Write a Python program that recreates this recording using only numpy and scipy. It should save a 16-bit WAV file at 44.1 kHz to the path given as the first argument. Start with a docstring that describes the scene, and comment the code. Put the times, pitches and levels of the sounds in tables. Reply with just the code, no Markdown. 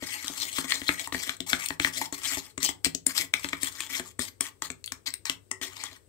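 """Stirring paint in a steel bowl

A plastic spoon stirs thick paint in a small steel bowl on a wooden table, close to one of two microphone ports.
The spoon taps the wall: short contacts ring the paint-damped bowl, its rim and the table top.
Between taps it scrapes along the wall, as random stick-slip impulses through the same modes, and snaps free.
The steel rings softly after two late taps. A small room answers with decaying noise tails,
over a faint mains hum (a wavering sine) and hiss (filtered noise)."""
import sys
import numpy as np
from scipy import signal
from scipy.fft import rfft, irfft, next_fast_len
from scipy.io import wavfile
from scipy.ndimage import uniform_filter1d, map_coordinates

SR = 44100
rng = np.random.default_rng(int(sys.argv[2]) if len(sys.argv) > 2 else 0)


def how_loud(loudness_db):
    """Turn decibels into a plain amplitude multiplier (0 dB gives 1, 20 dB gives 10)."""
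    steps = np.asarray(loudness_db, float) / 20
    return 10 ** steps


def store_wav(level_fs):
    """Save 16-bit WAV to argv[1]."""
    pcm = np.round(np.clip(np.atleast_2d(level_fs), -1, 1) * 32767)
    wavfile.write(sys.argv[1], SR, pcm.T.astype(np.int16))


N = 268128  # length in samples
RING = 4096  # samples kept of each blow


def unit(x):
    """Scale to rms 1."""
    return x / np.sqrt(np.mean(x ** 2) + 1e-20)


def along(points, hz):
    """(Hz, value) points read on a log frequency axis, held flat beyond the ends."""
    f, v = np.transpose(points)
    return np.interp(np.log(hz + 1), np.log(f + 1), v)


def wobble(rate):
    """A smooth random curve, rate knots a second."""
    knots = rng.standard_normal(int(N * rate / SR) + 4)
    return map_coordinates(knots, [np.arange(N) * rate / SR])


def filtered(x, response):
    """x times a complex response of frequency."""
    m = next_fast_len(x.shape[-1] + 8192)
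    spectrum = rfft(x, m) * response(np.fft.rfftfreq(m, 1 / SR))
    return irfft(spectrum, m)[..., :x.shape[-1]]


def resonant(modes):
    """Causal response of a body with (Hz, width, dB) modes, their signs alternating."""
    def response(f):
        return sum((-1) ** k * how_loud(db) * 1j * f * width / (hz * hz - f * f + 1j * f * width)
                   for k, (hz, width, db) in enumerate(modes))
    return response


def struck(modes, contact_s, rough, spread_db, detune):
    """One blow of peak 1: a short contact rings the modes, shifted by where the paint clings."""
    t = np.arange(RING) / SR
    force = t * np.exp(-t / contact_s) * (1 + rough * rng.standard_normal(len(t)))
    luck = rng.standard_normal((len(modes), 2))
    here = [(hz * (1 + detune * a), width, db + spread_db * b)
            for (hz, width, db), (a, b) in zip(modes, luck)]
    ring = filtered(force, resonant(here))
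    return ring / np.abs(ring).max()


# Modes of the paint-damped bowl. Each row: pitch in Hz, width in Hz, relative level in dB.
BOWL_MODES = [(860, 72, -5), (1150, 193, -5), (1712, 202, -6), (1912, 115, 2.5), (2280, 285, -2),
              (2590, 130, -3), (3258, 510, -2), (4254, 272, 0), (5120, 820, -6)]


def favoured(spot_hz, narrow_db):
    """The bowl's modes as fed from a spot that favours one pitch, narrow_db down per octave squared."""
    return [(hz, width, level - narrow_db * np.log2(hz / spot_hz) ** 2) for hz, width, level in BOWL_MODES]


# High modes of the rim. Each row: pitch in Hz, width in Hz, relative level in dB.
RIM_MODES = [(6100, 2570, -9), (7740, 820, 2), (8398, 433, 2.5), (13000, 6900, -12)]
# Modes of the wooden table top. Each row: pitch in Hz, width in Hz, relative level in dB.
TABLE_MODES = [(78, 28, -12.5), (164, 7.5, -7.5), (272.6, 21.8, 0.5), (373.8, 17.5, -8), (445.6, 55, -16.5),
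               (668.6, 43, -9)]
# Spoon taps on the wall. Each row: start in seconds, clack peak in dB, rim tick in dB against the clack,
# favoured pitch in Hz, table thud peak in dB.
SPOON_TAPS = [(0.025, -25.5, -26, 1880, -30), (0.244, -27, 5, 2000, -39), (0.298, -39, -20, 900, -33),
              (0.5848, -15, -4.5, 1800, -26), (0.644, -23.5, -13, 1680, -32),
              (0.7067, -17, -3.5, 3500, -50), (0.721, -4.5, -19.5, 3100, -50),
              (0.817, -22.5, -19, 1890, -32.5), (0.891, -5, -35.5, 1950, -23),
              (1.0735, -24.5, 5, 840, -43.5), (1.124, -17.5, -15, 1880, -29.5),
              (1.146, -13, -21, 1730, -24.5), (1.2941, -12, -9, 2700, -38), (1.4043, -18, -2, 3300, -29.5),
              (1.5315, -4, -30, 2500, -25.5), (1.705, -15.5, -47, 1890, -31), (1.799, -9, -12.5, 2300, -26),
              (1.8472, -5, -19.5, 2300, -29), (1.8724, -19.5, -5.5, 1150, -37),
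              (2.0145, -16.5, -7, 860, -35.5), (2.125, -30.5, 9.5, 1720, -32), (2.371, -22, -2, 1260, -30),
              (2.578, -23.5, 3.5, 1780, -30.5), (2.629, -29.5, 20, 2130, -37),
              (2.6474, -25.5, 10.5, 3250, -45), (2.6894, -19, 2.5, 1060, -30),
              (2.846, -9.5, 2, 3700, -33.5), (2.863, -31.5, -19, 860, -23.5),
              (2.948, -23.5, 10.5, 3500, -31.5), (3.0658, -23.5, 20.5, 2050, -29),
              (3.3388, -3.5, -11.5, 2920, -37), (3.4448, -14.5, -30, 1860, -28.5),
              (3.488, -23.5, -3, 2030, -56), (3.5314, -12.5, -18.5, 1800, -31),
              (3.6315, -17.5, 6.5, 3360, -31.5), (3.8047, -18.5, 0, 2400, -47),
              (3.9969, -19.5, -2, 2000, -29), (4.192, -19, 2.5, 1640, -28),
              (4.4076, -21.5, 14.5, 1390, -32.5), (4.621, -20, 4.5, 1240, -41),
              (4.7021, -20.5, 1, 1830, -34.5), (4.9203, -23.5, 5.5, 1800, -40.5),
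              (5.1388, -22.5, 7, 4760, -54), (5.254, -22.5, 4.5, 1900, -67),
              (5.2971, -10.5, -4, 3030, -33.5), (5.5137, -19, 6, 1500, -41),
              (5.6134, -29, -10, 1400, -38.5), (5.837, -26.5, 7, 1150, -70)]
# The spoon's edge snaps free of the wall with a light tick. Each row: start in seconds, peak in dB.
SNAP_TICKS = [(0.280, -13.5), (0.881, -13), (1.3666, -31), (1.6594, -12), (1.6856, -15), (3.6433, -18.5),
              (4.466, -26), (4.716, -30), (4.841, -21.5), (4.860, -21.5), (4.876, -22.5), (5.104, -24),
              (5.277, -41)]
PRE_SWELL_S = 0.0015  # time constant of the noise swell heard ahead of a tap


def taps():
    """Each tap clacks in the bowl, ticks in the rim and thuds in the table: rows (steel, wood)."""
    out = np.zeros((2, N + RING))
    for s, db, tick_db, spot_hz, thud_db in SPOON_TAPS:
        bowl = favoured(spot_hz, narrow_db=8.0)
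        clack = struck(bowl, contact_s=0.00003, rough=0.16, spread_db=4.0, detune=0.033)
        tick = struck(RIM_MODES[:-1], contact_s=0.00094, rough=9, spread_db=5.0, detune=0.039)
        thud = struck(TABLE_MODES, contact_s=0.00032, rough=0.26, spread_db=2, detune=0.033)
        blow = np.array([how_loud(db) * (clack + how_loud(tick_db) * tick), how_loud(thud_db) * thud])
        out[:, round(s * SR):][:, :RING] += blow
    for s, db in SNAP_TICKS:
        snap = struck(BOWL_MODES[5:] + RIM_MODES, contact_s=0.001, rough=7.8, spread_db=9.5, detune=0.061)
        out[0, round(s * SR):][:RING] += how_loud(db) * snap
    for s, db, tick_db, *_ in SPOON_TAPS:  # a short noise swell leads into each tap
        lead = np.arange(min(round(s * SR), 400))  # samples before the tap
        swell = how_loud(db + max(tick_db, 0) - 22.5) * np.exp(-lead / (PRE_SWELL_S * SR))
        out[0, round(s * SR) - lead] += swell * rng.standard_normal(len(lead))
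    return out[:, :N]


# The hand bears down while whipping and lightens later. Each row: time in seconds, grit level in dB against the drag.
HAND_GRIT = [(0, -1), (4.2, -0.5), (6.08, -8)]


def hand(s):
    """The hand's grit level in dB at time s."""
    return np.interp(s, *np.transpose(HAND_GRIT))


# Strokes along the wall. Each row: start in seconds, length in seconds, drag level in dB.
WALL_STROKES = [(0.0, 0.11, -40), (0.057, 0.17, -36), (0.139, 0.17, -43), (0.24, 0.18, -41),
                (0.343, 0.22, -35.5), (0.505, 0.17, -35), (0.666, 0.13, -31.5), (0.753, 0.1, -39.5),
                (0.835, 0.14, -36), (0.965, 0.11, -34.5), (1.116, 0.088, -36), (1.178, 0.18, -37.5),
                (1.462, 0.12, -33.5), (1.564, 0.12, -38), (1.679, 0.075, -47), (1.788, 0.12, -35.5),
                (1.92, 0.15, -29.5), (2.129, 0.27, -42.5), (2.227, 0.16, -31.5), (2.358, 0.035, -32),
                (2.407, 0.12, -51), (2.601, 0.12, -31), (2.838, 0.03, -28.5), (3.055, 0.069, -36.5),
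                (3.137, 0.12, -31.5), (3.341, 0.31, -45.5), (3.426, 0.049, -38.5), (3.596, 0.11, -37),
                (3.71, 0.08, -43.5), (3.769, 0.13, -39), (3.891, 0.12, -32), (4.015, 0.11, -46.5),
                (4.198, 0.1, -33.5), (4.403, 0.095, -40.5), (4.623, 0.067, -36.5), (5.058, 0.04, -33.5),
                (5.242, 0.097, -38.5), (5.618, 0.078, -33.5), (5.651, 0.34, -44), (5.793, 0.083, -39)]
GRIP_S = 0.0014  # rise of a stroke that lands with a tap
PRESS_ON, EASE_OFF = 0.33, 0.51  # shares of a stroke spent rising and falling
FULLNESS = 0.66  # exponent bending the rise and fall


def pressure():
    """Each stroke presses on, holds and eases off, overlaps adding as power: gains of (drag, grit)."""
    power, landings = np.zeros((2, N)), np.array(SPOON_TAPS)[:, 0]
    for s, length, drag_db in WALL_STROKES:
        u = np.arange(round(length * SR)) / (length * SR)  # 0 to 1 through the stroke
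        nearest = landings[np.abs(landings - s).argmin()]
        landed = abs(nearest - s) < 0.018
        rise = u * length / GRIP_S if landed else u / PRESS_ON  # a spoon that lands with a tap grips at once
        press = np.minimum(1, np.minimum(rise, (1 - u) / EASE_OFF)) ** FULLNESS
        gains = how_loud(drag_db) * press * how_loud([[0], [hand(s)]])
        part = power[:, round((nearest if landed else s) * SR):][:, :len(u)]
        part += gains[:, :part.shape[1]] ** 2
    return np.sqrt(power)


def grit(per_s, size_db, clump_db):
    """Tiny stick-slip impulses of uneven size, coming in clumps."""
    slip = rng.random(N) < per_s / SR
    size = how_loud(size_db * np.minimum(rng.exponential(size=N), 4)) * rng.standard_normal(N)
    return unit(slip * size * how_loud(clump_db * wobble(60)))


def patchy(x, depth_db):
    """The contact spot moves, so the modes are fed unevenly from moment to moment."""
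    z = signal.stft(x, nperseg=256)[2]
    across_pitch = uniform_filter1d(rng.standard_normal(z.shape), size=5, axis=0)
    field = uniform_filter1d(across_pitch, size=9, axis=1)
    return unit(signal.istft(z * how_loud(depth_db * unit(field)), nperseg=256)[1][:N])


SOFT_SPOT_HZ, HARD_SPOT_HZ = 1825, 3560  # pitch favoured by light and by hard strokes
BRIGHT_DRAG_DB, BRIGHT_RANGE_DB = -36.5, 5  # drag about which the scrape turns brighter, and over what range
RUMBLE_DB = 7  # table gain under a stroke


def scrape():
    """The same slips drive bowl and rim; sparser ones of their own drive the table: rows (steel, wood)."""
    drag, fizz = pressure()
    slips = grit(per_s=5000, size_db=2.8, clump_db=3)
    soft = unit(filtered(slips, resonant(favoured(SOFT_SPOT_HZ, narrow_db=1.5))))
    hard = unit(filtered(slips, resonant(favoured(HARD_SPOT_HZ, narrow_db=1.5))))
    drag_db = 20 * np.log10(drag + 1e-9)
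    # the share can reach 2: above 1 the soft spot is subtracted
    share = 1 / (0.5 + np.exp((BRIGHT_DRAG_DB - drag_db) / BRIGHT_RANGE_DB))
    bowl = patchy((1 - share) * soft + share * hard, depth_db=4.5)
    rim = patchy(unit(filtered(slips, resonant(RIM_MODES))), depth_db=3.5)
    table_slips = drag * grit(per_s=1500, size_db=0.0, clump_db=5.0)
    table = filtered(table_slips, resonant(TABLE_MODES))
    return np.array([drag * bowl + fizz * rim, how_loud(RUMBLE_DB) * table])


# The bowl rings free when the hand lets go. Each row: start in seconds, level in dB.
RELEASES = [(5.511, -44), (5.618, -46)]
# Partials of the free bowl. Each row: pitch in Hz, level in dB against the release, time in seconds to fall 60 dB.
FREE_PARTIALS = [(381.2, 1.5, 0.36), (1316, 9.5, 0.069), (1890, 9, 0.2)]


def free_ring():
    """A soft, wavering ring of the steel after two late taps: decaying sines with a brief onset."""
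    t = np.arange(N) / SR
    waver_db = 3 * wobble(35)
    out = np.zeros(N)
    for s, db in RELEASES:
        since = np.maximum(t - s, 0)
        onset = 1 - np.exp(-since / 0.0073)
        for hz, level, t60 in FREE_PARTIALS:
            decay = how_loud(db + level + waver_db - 60 * since / t60)
            out += decay * onset * np.sin(2 * np.pi * hz * since)
    return out


# Decay of the small room. Each row: frequency in Hz, time in seconds to fall 60 dB.
ROOM_DECAY = [(300, 0.38), (2000, 0.19), (12000, 0.15)]


def room(x):
    """Each frequency of the noise tail dies at its own speed; a new tail every third of a second."""
    out, step, long = np.zeros((2, N + SR)), SR // 3, SR // 2
    for i in range(0, N, step):
        hz, t, z = signal.stft(rng.standard_normal((2, long)), SR, nperseg=256)
        fade = how_loud(-60 * t / along(ROOM_DECAY, hz)[:, None])
        tail = signal.istft(z * fade, SR, nperseg=256)[1][:, :long]
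        wet = signal.fftconvolve(x[None, i:i + step], tail / np.linalg.norm(tail[0]), axes=1)
        out[:, i + 130:][:, :wet.shape[1]] += wet  # the tail starts 130 samples late
    return out[:, :N]


# Spectrum of the hiss at the near port. Each row: frequency in Hz, relative density in dB per Hz.
HISS_SHAPE = [(30, -33), (68, -10), (109, -9.5), (157, -25), (430, -19), (780, -39.5), (7000, -41.5),
              (8150, -29), (9300, -42), (16000, -53.5)]
# Hiss of the near port over the far one. Each row: frequency in Hz, difference in dB.
HISS_NEAR_OVER_FAR = [(60, 17.5), (950, 3.5), (6000, 21), (15000, -8.5)]


def hiss_and_hum():
    """Room hiss with rumble shared by both ports, and an unsteady hum: rows (near, far)."""
    def share(hz):
        return 0.9 / (1 + (hz / 200) ** 2)
    near, other = filtered(rng.standard_normal((2, N)), lambda hz: how_loud(along(HISS_SHAPE, hz)))
    far = filtered(near, share) + filtered(other, lambda hz: np.sqrt(1 - share(hz) ** 2))
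    far = filtered(far, lambda hz: how_loud(-along(HISS_NEAR_OVER_FAR, hz)))
    hiss = np.array([near, far]) / np.std(near)
    hum = how_loud(-63 + 2.5 * wobble(30)) * np.sin(2 * np.pi * 99 * np.arange(N) / SR)
    return how_loud(-60.0) * hiss + hum * how_loud([[0], [-11]])


# Far port against the near one, for close sound. Each row: frequency in Hz, gain in dB.
FAR_PORT = [(250, -8), (500, -2), (1000, -7.5), (2000, -12), (4000, -12.5), (8000, -17.5), (15000, -2.5)]


def scene():
    """Steel reaches the far port later, thuds reach both ports at once; the room reaches both: rows (near, far)."""
    steel, wood = taps() + scrape()
    wood = wood + free_ring()
    lag = SR * (0.00019 + 0.0001 * wobble(11))  # the extra path changes as the spoon goes round
    late = map_coordinates(steel, [np.arange(N) - lag])
    far = filtered(late + wood, lambda hz: how_loud(along(FAR_PORT, hz)))
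    wet = room(steel + how_loud(-6) * wood)
    wet_near = how_loud(-9.5) * wet[0]
    wet_far = filtered(wet[1], lambda hz: how_loud(1.26 * along(FAR_PORT, hz)))
    return np.array([steel + wood + wet_near, far + wet_far]) + hiss_and_hum()


def roll_off(x):
    """The treble ends steeply here."""
    return signal.sosfilt(signal.butter(12, 17000, fs=SR, output="sos"), x)


def record(dry):
    """The recorder clips at full scale, lifts the sound by 2 dB and cuts steeply above 15.7 kHz."""
    clipped = np.clip(dry, -1, 1)
    mix = filtered(clipped, lambda hz: how_loud(along([(15700, 2.0), (16000, -40.0)], hz)))
    return roll_off(mix)


dry = scene()
out = record(dry)
store_wav(out)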